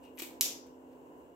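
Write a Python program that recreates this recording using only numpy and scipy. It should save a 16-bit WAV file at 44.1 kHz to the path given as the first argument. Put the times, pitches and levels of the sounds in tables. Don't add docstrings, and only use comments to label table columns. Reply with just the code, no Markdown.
import sys
import numpy as np
from scipy import signal
from scipy.fft import rfft, irfft
from scipy.io import wavfile

SR = 44100
rng = np.random.default_rng(int(sys.argv[2]) if len(sys.argv) > 2 else 0)


def unload_audio(sound):
    columns = np.transpose(np.atleast_2d(sound))
    steps = np.round(np.clip(columns, -1, 1) * 32767)
    wavfile.write(sys.argv[1], SR, steps.astype(np.int16))


N = 59535
T = np.arange(N) / SR
HZ = np.maximum(np.fft.rfftfreq(2 * N, 1 / SR), 1)
TILT_PIVOT_HZ = 8000


def from_db(db):
    return 10 ** (np.asarray(db) / 20)


def at_hz(points, hz):
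    points = np.array(points)
    return np.interp(np.log(hz), np.log(points[:, 0]), points[:, 1])


def pan(db):
    return from_db(np.array([[db], [-db]]) / 2)


def clicks(rows):
    out = np.zeros(N)
    for start_s, db, *_ in rows:
        out[int(start_s * SR)] += from_db(db)
    return out


def rough_click(start_s, decay_s):
    burst = rng.standard_normal((2, N)) * np.exp(-np.abs(T - start_s) / decay_s) * (T > start_s)
    return clicks([(start_s, 0)]) + burst / np.linalg.norm(burst, axis=1, keepdims=True)


def ring(x, hz, t60_s):
    radius, angle = from_db(-60 / (t60_s * SR)), 2 * np.pi * hz / SR
    return signal.lfilter([1, 0, -1], [2, -4 * radius * np.cos(angle), 2 * radius ** 2], x + 1e-18)


def colour(x, points):
    cepstrum = irfft(np.log(from_db(at_hz(points, HZ))))
    cepstrum[1:N] *= 2
    cepstrum[N + 1:] = 0
    return irfft(rfft(x, 2 * N) * np.exp(rfft(cepstrum)))[..., :N]


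# pitch_hz, level_db
HUM_TONES = [(256.5, -62), (293.5, -67.5), (347, -70), (694.4, -73)]


def hum(waver=0.86):
    out, knots_s = 0, np.linspace(0, T[-1], 12)
    for hz, db in HUM_TONES:
        depth, phase = (np.interp(T, knots_s, v) for v in waver * rng.standard_normal((2, 12)))
        out = out + np.sqrt(2) * from_db(db) * (1 + depth) * np.sin(2 * np.pi * hz * T + phase)
    return out


# freq_hz, density_db
AIR_SPECTRUM = [(25, -32), (45, -19), (68, -7), (120, -13.5), (165, -7.5), (205, -12.5), (260, -2),
                (480, 2), (620, -5), (790, -8), (1000, -4), (1220, -21.5), (1500, -19.5), (2000, -28),
                (2550, -30), (2850, -26), (3300, -38.5), (5000, -41.5), (7700, -31), (9500, -47.5),
                (11000, -36), (13000, -34), (15800, -36.5)]
# freq_hz, correlation
AIR_CORRELATION = [(60, 0.38), (150, 0.34), (380, 1), (950, -0.17), (2380, -0.53), (5980, 0.3),
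                   (15000, -0.03)]
# time_s, gain_db
SWELL = [(0, 0.5), (.12, -1), (.5, 2), (.75, -2), (1.0, -.5), (1.2, 0.5), (1.33, -2.5)]


def background(air_db=-54.5, whine_db=-80.5):
    mid, side = rfft(rng.standard_normal((2, 2 * N)))
    correlation = at_hz(AIR_CORRELATION, HZ)
    white = np.sqrt(1 + correlation) * mid + np.sqrt(1 - correlation) * side * [[1], [-1]]
    air = irfft(from_db(at_hz(AIR_SPECTRUM, HZ)) * white)[:, :N]
    whine = ring(rng.standard_normal((2, N)), hz=2830, t60_s=0.014)
    swell = from_db(np.interp(T, *np.transpose(SWELL)))
    return swell * (from_db(air_db) * air / air.std() + hum()) + from_db(whine_db) * whine / whine.std()


# freq_hz, t60_s
ROOM_DECAY = [(300, .6), (1200, 0.54), (2800, 0.34), (5500, 0.39), (7200, 0.33), (9000, 0.25), (11500, .28),
              (15500, .25)]


def room_tail(start_s=0.0024, build_s=0.028):
    out, white = np.zeros((2, N)), rfft(rng.standard_normal((2, 2 * N)))
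    age_s = np.maximum(T - start_s, 0)
    build = np.sqrt(1 - np.exp(-age_s / build_s))
    edges_hz = np.geomspace(100, 18000, 29)
    for low, high in zip(edges_hz, edges_hz[1:]):
        envelope = build * from_db(-60 * age_s / at_hz(ROOM_DECAY, np.sqrt(low * high)))
        band = irfft(white * (HZ >= low) * (HZ < high))[:, :N]
        out += envelope / np.linalg.norm(envelope) * band
    return out


ECHO_DELAYS_S = [.0035, .0056, .0087]
# left_db, right_db
ECHO_LEVELS = [(-3.5, -17.5), (-9.5, -20.5), (-22.5, -19)]


def early_echoes(smear_s=0.0007):
    out = np.zeros((2, N))
    for delay_s, (left_db, right_db) in zip(ECHO_DELAYS_S, ECHO_LEVELS):
        out += from_db([[left_db], [right_db]]) * rough_click(delay_s, smear_s)
    return out


# centre_s, half_width_s, pitch_hz, level_db
FINGER_SQUEAKS = [(0.037, 0.005, 8200, -70.5), (0.066, 0.031, 2750, -68), (0.168, 0.018, 12100, -68.5),
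                  (0.201, .004, 2350, -50.5), (1.187, 0.013, 13400, -79)]


def squeaks(relative_bandwidth=0.04):
    out = 0
    for centre_s, half_width_s, hz, db in FINGER_SQUEAKS:
        t60_s = np.log(1000) / (np.pi * relative_bandwidth * hz)
        tone = ring(rng.standard_normal(N), hz, t60_s)
        envelope = from_db(db) * np.exp(-((T - centre_s) / half_width_s) ** 2)
        out = out + envelope * tone / tone.std()
    return out


# start_s, level_db
GRIP_KNOCKS = [(0.2203, -40), (0.4101, -47.5)]


def knocks():
    return ring(clicks(GRIP_KNOCKS), hz=330, t60_s=0.095)


# start_s, level_db, tilt_db_per_octave
CAP_CATCHES = [(0.175, -12.5, 0), (0.1809, -12, -3), (0.1879, -3.5, 4.5), (0.1912, -3, 6.5),
               (0.1951, 1, 0.5), (0.1994, 1.5, -1), (0.202, -3.5, 2), (0.2045, -2.5, 2), (0.2208, 6, 3),
               (0.2236, -0.5, 5), (0.2315, -2.5, 4.5), (0.232, -3.5, 1)]


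def catches(crunch_s=0.001):
    out = 0
    for start_s, db, tilt in CAP_CATCHES:
        slope = [(TILT_PIVOT_HZ / 4, db - 2 * tilt), (TILT_PIVOT_HZ * 2, db + tilt)]
        out = out + colour(rough_click(start_s, crunch_s), slope)
    return out


# centre_s, half_width_s, level_db
FINGER_SHIFTS = [(0.045, 0.018, -36.5), (0.672, 0.014, -37.5), (0.93, .04, -48.5), (1.222, 0.028, -51.5)]
# freq_hz, gain_db
RUB_SPECTRUM = [(200, -29), (600, -29), (1500, -26.5), (2350, -17.5), (3300, -21), (6000, -25), (8100, -21),
                (9500, -33.5), (12400, -22), (15500, -27.5)]


def rubbing(start_s=0.183, rise_s=0.0053, hold_s=0.057, fall_s=0.036,
            slips_per_s=1600, slide_db=-21.5, spread_db=4.5):
    corners_s = start_s + np.cumsum([0, rise_s, hold_s, fall_s])
    effort = from_db(slide_db) * np.interp(T, corners_s, [0, 1, 1, 0])
    for centre_s, half_width_s, db in FINGER_SHIFTS:
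        effort += from_db(db) * np.exp(-((T - centre_s) / half_width_s) ** 2)
    sizes = from_db(spread_db * np.minimum(rng.exponential(1, N), 3))
    signs = rng.choice([-1, 1], N)
    slips = sizes * signs * (rng.random(N) < slips_per_s / SR)
    return pan(db=-1.5) * colour(effort * slips + catches(), RUB_SPECTRUM)


# start_s, level_db, tilt_db_per_octave
SNAP_HITS = [(0.4089, -27, 0), (0.4099, 1, 0), (0.4214, -13, 6), (0.4222, -12, 4)]
# pitch_hz, level_db, t60_s
CAP_MODES = [(920, -44, 0.017), (2230, -33, 0.014), (2970, -29.5, .012), (4000, -24.5, 0.013),
             (5130, -23, .008), (5875, -20.5, 0.008), (6790, -14.5, 0.0041), (8250, -18.5, 0.0055),
             (10960, -19, .006), (12200, -14.5, .004), (12950, -15.5, .005), (14400, -27.5, 0.0062),
             (15300, -33, .005)]


def snap(crack_hz=1100, crack_db=-21.5):
    modes = 0
    for k, (hz, db, t60_s) in enumerate(CAP_MODES):
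        octaves = np.log2(hz / TILT_PIVOT_HZ)
        force = clicks([(start_s, hit_db + tilt * octaves) for start_s, hit_db, tilt in SNAP_HITS])
        modes = modes + (-1) ** k * from_db(db) * ring(force, hz, t60_s)
    band = signal.butter(1, [crack_hz / 2, crack_hz * 2], "band", fs=SR, output="sos")
    crack = signal.sosfilt(band, clicks(SNAP_HITS) + 1e-18)
    return pan(db=-3.5) * (modes + from_db(crack_db) * crack)


# freq_hz, gain_db
SPREAD_SPECTRUM = [(150, -13), (400, -1.5), (1000, -10), (1600, -12.5), (2300, -2.5), (3300, 3.5),
                   (4400, 2), (5700, 8), (7100, 7.5), (9500, -6), (11300, 5), (12900, 3), (15500, -5)]


def snap_spread():
    return colour(clicks(SNAP_HITS), SPREAD_SPECTRUM)


def scene():
    handling = rubbing() + squeaks() + knocks()
    direct = snap() + handling
    room_feed = snap_spread() + from_db(-2.5) * handling
    echoes = signal.fftconvolve(direct, early_echoes(), axes=1)[:, :N]
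    tail = signal.fftconvolve(room_feed, room_tail(), axes=1)[:, :N]
    return direct + echoes + tail + background()


# freq_hz, left_minus_right_db
PORT_BALANCE = [(300, -2), (1000, 0), (2000, 6.5), (2900, 6), (4200, 3.5), (6900, 0.5), (7600, -1.5),
                (8400, -9.5), (9100, -9.5), (10000, 0), (11200, 1.5), (12600, -0.5), (15500, -4)]
CUTOFF_HZ = 15700


def record(dry):
    left = colour(dry[0], [(hz, db / 2) for hz, db in PORT_BALANCE])
    right = colour(dry[1], [(hz, -db / 2) for hz, db in PORT_BALANCE])
    lowpass = signal.ellip(10, 0.1, 80, CUTOFF_HZ, fs=SR, output="sos")
    return signal.sosfilt(lowpass, [left, right])


dry = scene()
out = record(dry)
unload_audio(out)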